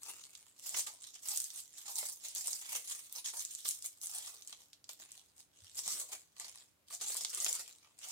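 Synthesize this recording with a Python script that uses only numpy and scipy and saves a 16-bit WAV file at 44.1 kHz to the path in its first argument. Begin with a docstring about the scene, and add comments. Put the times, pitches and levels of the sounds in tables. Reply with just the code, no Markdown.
"""Dry leaves crackle, snap and crunch close by in a small room, as two hands turn a bundle and press it on a paper page.
The crackle is a stream of tiny random fractures, whose pace and loudness follow each squeeze of the fingers.
Snaps are short bursts of noise that ring at their own pitch, then splinter; crunches are duller, slower bursts.
Soft bumps on the table are fading low tones. Faint air noise and a wavering hum lie behind it all."""
import sys
import numpy as np
from scipy import signal
from scipy.fft import rfft, irfft
from scipy.io import wavfile
from scipy.ndimage import uniform_filter1d, map_coordinates

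SR = 44100
rng = np.random.default_rng(int(sys.argv[2]) if len(sys.argv) > 2 else 0)


def waveform_to_disk(signal):
    """Save audio, clipped to [-1, 1], as 16-bit WAV at the path in sys.argv[1]."""
    frames = np.transpose(np.atleast_2d(signal))
    scaled = np.clip(frames, -1, 1) * 32767
    samples = np.round(scaled).astype(np.int16)
    wavfile.write(sys.argv[1], SR, samples)


N = 357904
TIME = np.arange(N) / SR

# relative colour of brittle blades cracking: (frequency [Hz], level [dB])
CRACKLE_COLOUR = [(300, -59), (1500, -17.5), (2400, -15.5), (3200, -8.5), (4200, -5.5), (5200, -5),
                  (6400, -0.5), (7400, 1), (9000, -1), (10300, -5), (11800, -9.5), (14000, -9),
                  (16000, -17)]


def amp(db):
    """Turns decibels into a gain."""
    return 10 ** (np.asarray(db) / 20)


def evened(x):
    """Scales a sound to an average (rms) level of 1."""
    return x / np.sqrt(np.mean(x ** 2) + 1e-20)


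def read(points, hz):
    """Reads a spectrum table at any frequency, with pitch spaced as we hear it (log frequency)."""
    f, value = np.transpose(points)
    return np.interp(np.log(hz + 1), np.log(f + 1), value)


def follow(rows):
    """Draws each column of a time table as a curve with a value at every sample."""
    s, *columns = np.transpose(rows)
    return [np.interp(TIME, s, c) for c in columns]


def add(mix, s, sound):
    """Mixes a stereo sound in at time s, cut off at the end of the mix."""
    start = max(round(s * SR), 0)
    part = mix[:, start:][:, :sound.shape[1]]
    part += sound[:, :part.shape[1]]


def bins(size=4096):
    """Lists the frequencies on which colours are drawn."""
    return abs(np.fft.fftfreq(size, 1 / SR))


def colour(x, db):
    """Gives a sound the colour drawn on bins(), with a filter of unit energy that never rings ahead of time."""
    # the Hilbert transform finds the phase that puts the energy as early as possible
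    spectrum = np.exp(signal.hilbert(np.log(amp(db))).conj())
    ring = np.fft.ifft(spectrum).real[:len(db) // 2]
    ring = ring / np.linalg.norm(ring)
    return signal.oaconvolve(x, ring[None], axes=1)[:, :x.shape[1]]


def background(mono_hz=600, waver=0.12, air_db=-75):
    """Still air and microphone hiss are coloured noise; the faint hum is a few tones whose phase wavers."""
    # relative colour of the air and hiss: (frequency [Hz], level [dB])
    air_colour = [(20, -2), (45, 4.5), (72, 17), (110, 14), (200, 11.5), (330, 9.5), (500, 9.5),
                  (1500, 4.5), (6500, 0.5), (10000, 0.5), (16000, -1)]
    # steady hum in the room: (frequency [Hz], rms level [dB])
    hum_tones = [(100, -97), (180, -100), (296, -92)]
    hz = np.fft.rfftfreq(N, 1 / SR)
    a, b = rfft(rng.standard_normal((2, N)))
    # the two ears share part of the noise in the bass and little in the treble
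    same = 0.45 / (1 + (hz / mono_hz) ** 2)
    pair = np.array([a, same * a + np.sqrt(1 - same ** 2) * b])
    air = irfft(pair * amp(read(air_colour, hz)), N)
    # noise kept below 4 Hz makes the slow waver (rms in radians)
    drift = evened(irfft(rfft(rng.standard_normal((len(hum_tones), N))) * (hz < 4), N))
    hum = np.zeros(N)
    for (f, db), d in zip(hum_tones, drift):
        hum += amp(db) * np.sqrt(2) * np.sin(2 * np.pi * f * TIME + waver * d)
    return amp(air_db) * evened(air) + hum


def bumps(rise_s=0.012):
    """A soft hand sets the table swinging for a few cycles: a low tone that rises gently and dies away."""
    # bumps: (time [s], starting level before the gentle rise [dB], pitch [Hz], time to fall by 60 dB [s])
    bump_rows = [(5.62, -53, 92.6, 0.15), (5.721, -71, 100, 0.29), (5.861, -57, 177, .1),
                 (7.455, -70, 85, .2)]
    out, t = np.zeros((2, N)), TIME[:SR // 2]
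    for s, db, hz, t60 in bump_rows:
        swing = amp(db) * 1000 ** (-t / t60) * np.sin(2 * np.pi * hz * t)
        softened = swing * (1 - np.exp(-t / rise_s))
        add(out, s, np.tile(softened, (2, 1)))
    return out


def flutter(decay_s, alike, size=600):
    """One fracture: the blade shivers as fading noise, partly alike in the two ears, with unit energy per ear."""
    t = np.arange(size) / SR
    shared, *own = rng.standard_normal((3, size))
    noise = np.sqrt(alike) * shared + np.sqrt(1 - alike) * np.array(own)
    x = noise * np.exp(-t / decay_s)
    return x / np.sqrt(np.sum(x ** 2) / 2)


def echoes(wet_db=-8.5, first_s=.0055, echo_s=.0068, echo_db=-11, mono_hz=1100, size=16384):
    """Near surfaces throw a crack back after a few ms; a short tail of echoes is alike in both ears in the bass."""
    # how fast the room falls silent: (frequency [Hz], time to fall by 60 dB [s])
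    room_decay = [(200, 0.36), (1000, 0.15), (4000, 0.26), (8000, 0.22), (16000, 0.22)]
    taps = rng.standard_normal((2, size)) * (rng.random((2, size)) < 4000 / SR)  # about 4000 echoes per s
    hz, t, z = signal.stft(taps, SR, nperseg=256)
    same = np.exp(-(hz / mono_hz) ** 2)[:, None]
    z[1] = same * z[0] + np.sqrt(1 - same ** 2) * z[1]
    fade_db = -60 * t / read(room_decay, hz)[:, None]
    tail = signal.istft(z * amp(fade_db), SR, nperseg=256)[1]
    response = np.zeros((2, size))
    add(response, first_s, amp(wet_db) * tail / np.linalg.norm(tail, axis=1, keepdims=True))
    add(response, echo_s, amp(echo_db) * flutter(decay_s=0.0004, alike=0.098))
    return response


def room(x, spots_per_s=45, count=6):
    """Fractures come from ever different spots of the bundle, and each spot has its own echoes."""
    spot = rng.integers(0, count, N)[(TIME * spots_per_s).astype(int)]
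    out = np.zeros((2, N))
    for k in range(count):
        # neighbouring spots blend into each other over 200 samples
        share = np.sqrt(abs(uniform_filter1d(1. * (spot == k), size=200)))
        out += signal.oaconvolve(x * share, echoes(), axes=1)[:, :N]
    return out


def placed(x):
    """The bundle moves: the level and the arrival time differ between the ears by a changing amount."""
    # where the bundle is: (time [s], left minus right level [dB], lag of the left ear [ms])
    place_rows = [(0, 3, -0.11), (.35, -2, -0.14), (.75, -1, 0.22), (1.5, -2.5, .18), (3.2, -1.2, 0.19),
                  (3.7, -1.5, .2), (4.6, -1.5, 0.17), (5.5, -0.5, 0.1), (6.5, -1, 0.16),
                  (7.2, -0.5, -0.0033), (8.1, -0.5, 0.14)]
    side_db, lag_ms = follow(place_rows)
    left = map_coordinates(x[0], [np.arange(N) - lag_ms * SR / 1000], order=5)
    return np.array([left * amp(side_db / 2), x[1] * amp(-side_db / 2)])


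def crunch_colour():
    """A buckling blade is heard over the resonances of the book and table top, which lift narrow bands."""
    # relative colour of a buckling blade: (frequency [Hz], level [dB])
    blade_colour = [(20, -47), (60, -30), (160, -18), (280, -12), (420, -3.5), (680, -1.5), (1200, -1),
                    (1550, -6), (2100, 0), (2900, -3), (4500, -2.5), (9000, -46)]
    # resonances of the book and table top: (frequency [Hz], width [Hz], lift [dB])
    desk_rows = [(385, 50, 2), (680, 60, 2), (772, 40, 2.5), (894, 40, 3.5), (1036, 45, 3.5),
                 (1185, 55, 4.5)]
    hz = bins()
    lift_db = sum(db / (1 + (2 * (hz - f) / width) ** 2) for f, width, db in desk_rows)
    return read(blade_colour, hz) + lift_db


def crunches(ring_db=7, ring_octaves=0.27, rise_s=0.0018, give_db=11.5, size=2400):
    """A whole patch of blade buckles over a few ms: a dull, hollow burst of noise with a lift around one pitch."""
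    # patches giving way: (time [s], level before the shared lift give_db [dB], centre of the ring [Hz])
    crunch_rows = [(0.744, -27.5, 2060), (0.866, -45, 676), (1.4, -47.5, 2070), (2.027, -35, 630),
                   (2.36, -43.5, 2450), (2.479, -37, 1020), (2.529, -41, 2020), (2.726, -36, 1990),
                   (3.335, -40, 1200), (3.652, -32.5, 1300), (4.526, -43.5, 1190), (4.891, -42.5, 1130),
                   (5.786, -44, 1050), (5.858, -44, 493), (5.877, -36.5, 800), (6.396, -42, 1970),
                   (6.904, -42, 1060), (7.099, -38.5, 720), (7.15, -38, 1160), (7.247, -38, 870),
                   (7.462, -31.5, 716)]
    out, hz, body = np.zeros((2, N)), bins(), crunch_colour()
    rise = 1 - np.exp(-(TIME[:size] / rise_s) ** 2)
    for s, db, ring_hz in crunch_rows:
        octaves = np.log2((hz + 1) / ring_hz)
        shape = body + ring_db * np.exp(-(octaves / ring_octaves) ** 2)
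        give = colour(flutter(decay_s=0.0034, alike=0.73, size=size) * rise, shape)
        add(out, s, amp(db + give_db) * evened(give) / np.sqrt(size))
    return out


def handling(build_power=1.4, fade_db=20, fade_power=1.3, stir_db=-91):
    """Fingers close in, then let go slowly at first; overlapping squeezes set crackle, crunch and brightness [dB]."""
    # squeezes, levels at their peak before the trims in rustle():
    # (start [s], build-up [ms], time to fade by fade_db [ms], crackle [dB], crunch [dB], brightness [dB])
    squeeze_rows = [(-0.076, 169.0, 130.0, -48.5, -58, 3.5), (0.155, 31.0, 270.0, -55.5, -68.0, -3.5),
                    (0.304, 33.0, 402.5, -61.5, -74.0, -1), (0.555, 235.0, 80.0, -36.5, -54.5, 0.5),
                    (0.852, 21.0, 111.5, -46.5, -58, -3), (0.93, 121.0, 160.0, -54.5, -74.5, -4),
                    (1.126, 28.0, 60.5, -50, -68.5, -17), (1.191, 98, 148, -39.5, -57.5, 3.5),
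                    (1.34, 23, 140.0, -37.5, -70, 1), (1.427, 124.0, 170.0, -46.5, -68.5, 2.5),
                    (1.695, 82.0, 159.5, -49.0, -69, -1.5), (1.826, 42.0, 124, -47.5, -57.5, -9.5),
                    (1.815, 219.0, 141, -38.5, -56.5, 6.5), (2.174, 81.0, 252.5, -45.5, -62.5, -2.5),
                    (2.333, 29.0, 572, -43.5, -69, 3), (2.421, 43, 199, -42, -60, 4),
                    (2.602, 21.0, 109.5, -49.5, -57.5, -9), (2.654, 83.0, 130.0, -39.5, -51, 2.5),
                    (2.801, 97.0, 241, -43.5, -59.5, 3), (3.078, 93.0, 101.5, -45.5, -60, 2),
                    (3.231, 30.0, 100.0, -41.5, -61.5, -3.5), (3.32, 20.0, 130.0, -41.5, -56.5, 8),
                    (3.381, 31.0, 708.5, -49.0, -67, 0.0), (3.6, 87.0, 90.0, -37.5, -66, 3),
                    (3.764, 94.0, 69, -45.5, -64.5, 4.0), (3.984, 67.0, 330.0, -44, -65, 20),
                    (4.058, 130.0, 290.0, -46.5, -57, -4.0), (4.445, 35.0, 201, -55, -70, -4),
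                    (4.581, 25.0, 129.5, -61.0, -75.0, -0.5), (4.875, 18.0, 80.0, -48.5, -64, 1),
                    (4.962, 41.0, 178, -55, -66, -7), (5.083, 29.0, 239, -58.5, -75, -4.0),
                    (5.341, 56.0, 50.0, -55.5, -74.0, -0.5), (5.487, 160.0, 737, -60, -78, -8),
                    (5.698, 97.0, 112, -43.0, -63.5, 1), (5.836, 60.0, 230.0, -37.5, -51.5, 2),
                    (6.079, 51.0, 89, -46.5, -53.5, -3.0), (6.341, 78.0, 180.0, -48.5, -59, -5),
                    (6.506, 71.0, 110.0, -55.5, -69.5, -4), (6.863, 73.0, 78.5, -46.0, -63, -2),
                    (6.984, 30.0, 168, -42.5, -56, -4.5), (7.042, 45.0, 438.5, -39.5, -61.5, 0.0),
                    (7.301, 53.0, 259.5, -40, -55, -1.5), (7.407, 48.6, 65, -32.5, -48, 3),
                    (7.499, 22.0, 220.0, -42.5, -57, -4.5), (7.789, 28, 195, -68.5, -69.5, -12),
                    (7.951, 151.0, 121, -43.5, -58.5, -5)]
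    t = TIME[::64]
    start, build_ms, fade_ms, crackle_db, crunch_db, bright_db = np.transpose(squeeze_rows)[:, :, None]
    since_ms = (t - start) * 1000
    build = np.clip(since_ms / build_ms, 0, 1) ** build_power
    fade = np.clip((since_ms - build_ms) / fade_ms, 0, 10) ** fade_power
    shape = build * amp(-fade_db * fade)
    # powers add up where squeezes overlap; between them the leaves barely stir
    crackle = (shape * amp(crackle_db)) ** 2
    crunch = (shape * amp(crunch_db)) ** 2
    rest = amp(stir_db) ** 2
    total = crackle.sum(0) + rest
    level_db = 10 * np.log10(total)
    buckle_db = 10 * np.log10(crunch.sum(0) + rest / 10)
    mean_bright_db = (crackle * bright_db).sum(0) / total
    return [np.interp(TIME, t, c) for c in (level_db, buckle_db, mean_bright_db)]


def gripping(level_db):
    """How firmly the fingers hold the leaves (0.35 to 1): a light touch slides, a firm one breaks."""
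    return np.interp(level_db, [-68, -48], [.35, 1])


def lesser_snaps(count=56, steepness=3, over_db=4.5, scatter_db=5.5, usual_hz=8430, scatter_octaves=0.26):
    """Small veins break at chance moments, mostly under a firm grip, as loudly as the hands work; rows as in snaps()."""
    level_db = handling()[0]
    grip = gripping(level_db)
    strain = np.cumsum(grip ** steepness)
    # one snap falls in each equal share of the total strain
    at = np.searchsorted(strain / strain[-1], (np.arange(count) + rng.random(count)) / count)
    size, pitch = np.clip(rng.standard_normal((count, 2)), -2, 2).T
    db = level_db[at] + 20 * np.log10(grip[at]) + over_db + scatter_db * size
    return list(zip(TIME[at], db, usual_hz * 2 ** (scatter_octaves * pitch)))


def snaps(ring_db=10, ring_octaves=0.65, tilt_db=4.0, usual_hz=6900, snap_db=17.5, size=2400,
          tear_s=.0004, snap_s=.0011, shower_s=.011, shower_db=-6.5):
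    """A vein breaks: a bright crack that rings at its own pitch, then a shower of splinters in the same blade."""
    # the loud single snaps: (time [s], level before the shared lift snap_db [dB], centre of the ring [Hz])
    snap_rows = [(0.0327, -38, 7400), (0.2382, -44, 4160), (0.3515, -42, 4200), (0.6925, -32, 7600),
                 (0.7453, -39.5, 2600), (0.7728, -31, 8200), (0.8055, -33, 6200), (0.8693, -38.5, 3080),
                 (1.04, -42, 3920), (1.1422, -45, 5340), (1.2856, -29, 7600), (1.3608, -30.5, 8900),
                 (1.374, -25, 9600), (1.4018, -27, 8400), (1.4177, -35, 11800), (1.5032, -39.5, 4600),
                 (1.6033, -39.5, 10300), (1.9559, -32, 7100), (1.9886, -30.5, 10600), (2.0607, -43, 9500),
                 (2.36, -34.5, 5070), (2.4718, -27, 9300), (2.481, -32.5, 7700), (2.531, -28, 6200),
                 (2.7496, -38, 3220), (3.1257, -36, 14600), (3.2586, -33, 4320), (3.45, -30.5, 7200),
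                 (3.55, -33.5, 6900), (3.656, -35, 3500), (3.6823, -30, 9800), (3.6886, -24.5, 10500),
                 (3.709, -29.5, 9300), (3.8236, -37.5, 6340), (3.8531, -41, 13000), (3.8602, -32, 10800),
                 (4.0145, -39, 6500), (4.0592, -34.5, 10200), (4.1836, -33.5, 7700), (4.4217, -45, 4480),
                 (4.4744, -38, 7600), (4.5264, -40.5, 3440), (4.731, -46.5, 3970), (4.842, -48, 4640),
                 (4.8915, -38, 4420), (5.0092, -46, 6900), (5.1178, -41, 7840), (5.7899, -31, 5570),
                 (5.9047, -37, 6900), (6.398, -34.5, 7100), (6.949, -35.5, 7640), (7.0832, -34, 7600),
                 (7.1682, -31, 9300), (7.2478, -26.5, 4170), (7.3474, -29.5, 8100), (7.402, -28, 7600),
                 (7.4455, -23.5, 7800), (7.463, -28, 3080), (7.5282, -25.5, 9100)]
    out, hz, t = np.zeros((2, N)), bins(), TIME[:size]
    leaf = read(CRACKLE_COLOUR, hz)
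    tearing = 1 - np.exp(-t / tear_s)  # the vein takes a moment to tear through
    for s, db, ring_hz in [*snap_rows, *lesser_snaps()]:
        octaves = np.log2(np.maximum(hz, 2000) / ring_hz)
        # small pieces ring higher, die sooner and are brighter all over
        ring = ring_db * np.exp(-(octaves / ring_octaves) ** 2)
        tilt = tilt_db * np.log2(ring_hz / usual_hz) * octaves
        shape = leaf + ring + tilt
        shiver = flutter(decay_s=snap_s * usual_hz / ring_hz, alike=0.047, size=size)
        crack = colour(tearing * shiver, shape)
        crack = crack / np.linalg.norm(crack, axis=1, keepdims=True)
        splinters = flutter(decay_s=shower_s, alike=0, size=size) * rng.exponential(1, size)
        shower = evened(colour(splinters, shape)) / np.sqrt(size)
        add(out, s, amp(db + snap_db) * (crack + amp(shower_db) * shower))
    return out


def grains(sizes, decay_s, alike, count=24):
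    """Hands each fracture to one of many facets of the leaves, each with its own shiver."""
    facet = rng.integers(0, count, N)
    out = np.zeros((2, N))
    for k in range(count):
        hits = (sizes * (facet == k))[None]
        out += signal.oaconvolve(hits, flutter(decay_s, alike), axes=1)[:, :N]
    return out


def held(x, span_s):
    """Shares the work of the hands among the fractures of each short span, by evening out the power."""
    power = uniform_filter1d((x ** 2).mean(0), max(int(span_s * SR), 1))
    smooth = uniform_filter1d(power, max(int(span_s * SR / 2), 1))
    return x / np.sqrt(abs(smooth) + 1e-9)


def bending(x, bright_db, pivot_hz, patchy_db, size=256):
    """Resonances come and go as the blades bend (random patches); brightness tips the sound around a pivot pitch."""
    hz, t, z = signal.stft(x, SR, nperseg=size)
    patches = rng.standard_normal((len(t), len(hz))).T
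    patches = uniform_filter1d(patches, size=9, axis=1)
    patches = evened(uniform_filter1d(patches, size=6, axis=0))
    slope = np.clip(np.log2(np.maximum(hz, 1) / pivot_hz) / np.log2(3), -.9, .6)[:, None]
    z = z * amp(slope * np.interp(t, TIME, bright_db) + patchy_db * patches)
    return signal.istft(z, SR, nperseg=size)[1][:, :N]


def avalanches(grip, runs_per_s=40, run_s=.009, steady=.2):
    """Under a firm grip one fracture sets off its neighbours: the crackle jumps up and runs out again."""
    starts = (rng.random(N) < runs_per_s / SR) * rng.uniform(.3, 1.7, N)
    runs = signal.lfilter([1], [1, -np.exp(-1 / (run_s * SR))], starts)
    # at full grip, the steady share of the power is left alone
    power = 1 + grip * (1 - steady) * (runs / runs.mean() - 1)
    return np.sqrt(power / uniform_filter1d(power, size=SR // 8))


def rustle(least_per_s=250, per_s=800, rate_per_db=0.75, crunch_spread_db=3, crackle_db=-1.5, crunch_db=-3,
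           run_bright=0.17, tick_s=.0006):
    """Blades fracture faster as the hands press: each break gives a fine tick and a duller buckle; sliding hisses."""
    # blades crunch thinner in the air and deeper on the page: (time [s], brightness of the crunch [dB])
    lift_rows = [(0, 1.5), (.5, 7), (.75, -1), (1.3, 2), (2, 4.5), (2.6, 2), (3.3, 9.5), (4.3, 6), (5, 0),
                 (5.85, -1.5), (6.4, 3.5), (7.1, -2), (8.1, 2)]
    level_db, buckle_db, bright_db = handling()
    grip = gripping(level_db)
    runs = avalanches(grip)
    rate = least_per_s + per_s * np.exp(rate_per_db * (level_db - level_db.mean()))
    # a few fractures are large
    sizes = amp(5.5 * np.minimum(rng.exponential(1, N), 3)) * rng.choice([-1, 1], N)
    sizes = sizes * (rng.random(N) < rate / SR)
    # a lighter touch gives a larger share of sliding hiss
    sliding = .55 - .48 * grip
    ticks = held(grains(sizes, decay_s=tick_s, alike=0.15), span_s=0.026)
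    hiss = rng.standard_normal((2, N))
    fine = np.sqrt(1 - sliding) * ticks + np.sqrt(sliding) * hiss
    # each avalanche brightens the crackle
    bright_db = np.clip(bright_db, -8, 6) + run_bright * 20 * np.log10(runs)
    fine = bending(colour(fine, read(CRACKLE_COLOUR, bins())), bright_db, pivot_hz=7600, patchy_db=3.5)
    patch_sizes = sizes * amp(crunch_spread_db * rng.standard_normal(N))
    coarse = held(grains(patch_sizes, decay_s=0.0047, alike=0.82), span_s=0.026)
    coarse = colour(coarse, crunch_colour())
    coarse = bending(coarse, follow(lift_rows)[0], pivot_hz=1200, patchy_db=4.5, size=1024)
    return runs * (amp(level_db + crackle_db) * fine + amp(buckle_db + crunch_db) * coarse)


def scene():
    """Adds the leaves and their room echoes to the table bumps and the background."""
    leaves = placed(rustle() + snaps() + crunches())
    return background() + bumps() + room(leaves) + leaves


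def record(dry, edge_hz=15950):
    """The two microphones differ a little in colour; a low-pass filter then removes the highest treble."""
    # microphone difference: (frequency [Hz], left minus right level [dB])
    port_rows = [(200, -1), (1000, -0.5), (4000, -.7), (7000, -0.6), (9800, 3), (13000, -1.5)]
    side_db = read(port_rows, np.fft.rfftfreq(N, 1 / SR))
    heard = irfft(rfft(dry) * amp([side_db / 2, -side_db / 2]), N)
    low_pass = signal.firwin(301, edge_hz, window=("kaiser", 9), fs=SR)
    return signal.oaconvolve(heard, low_pass[None], "same")


dry = scene()
out = record(dry)
waveform_to_disk(out)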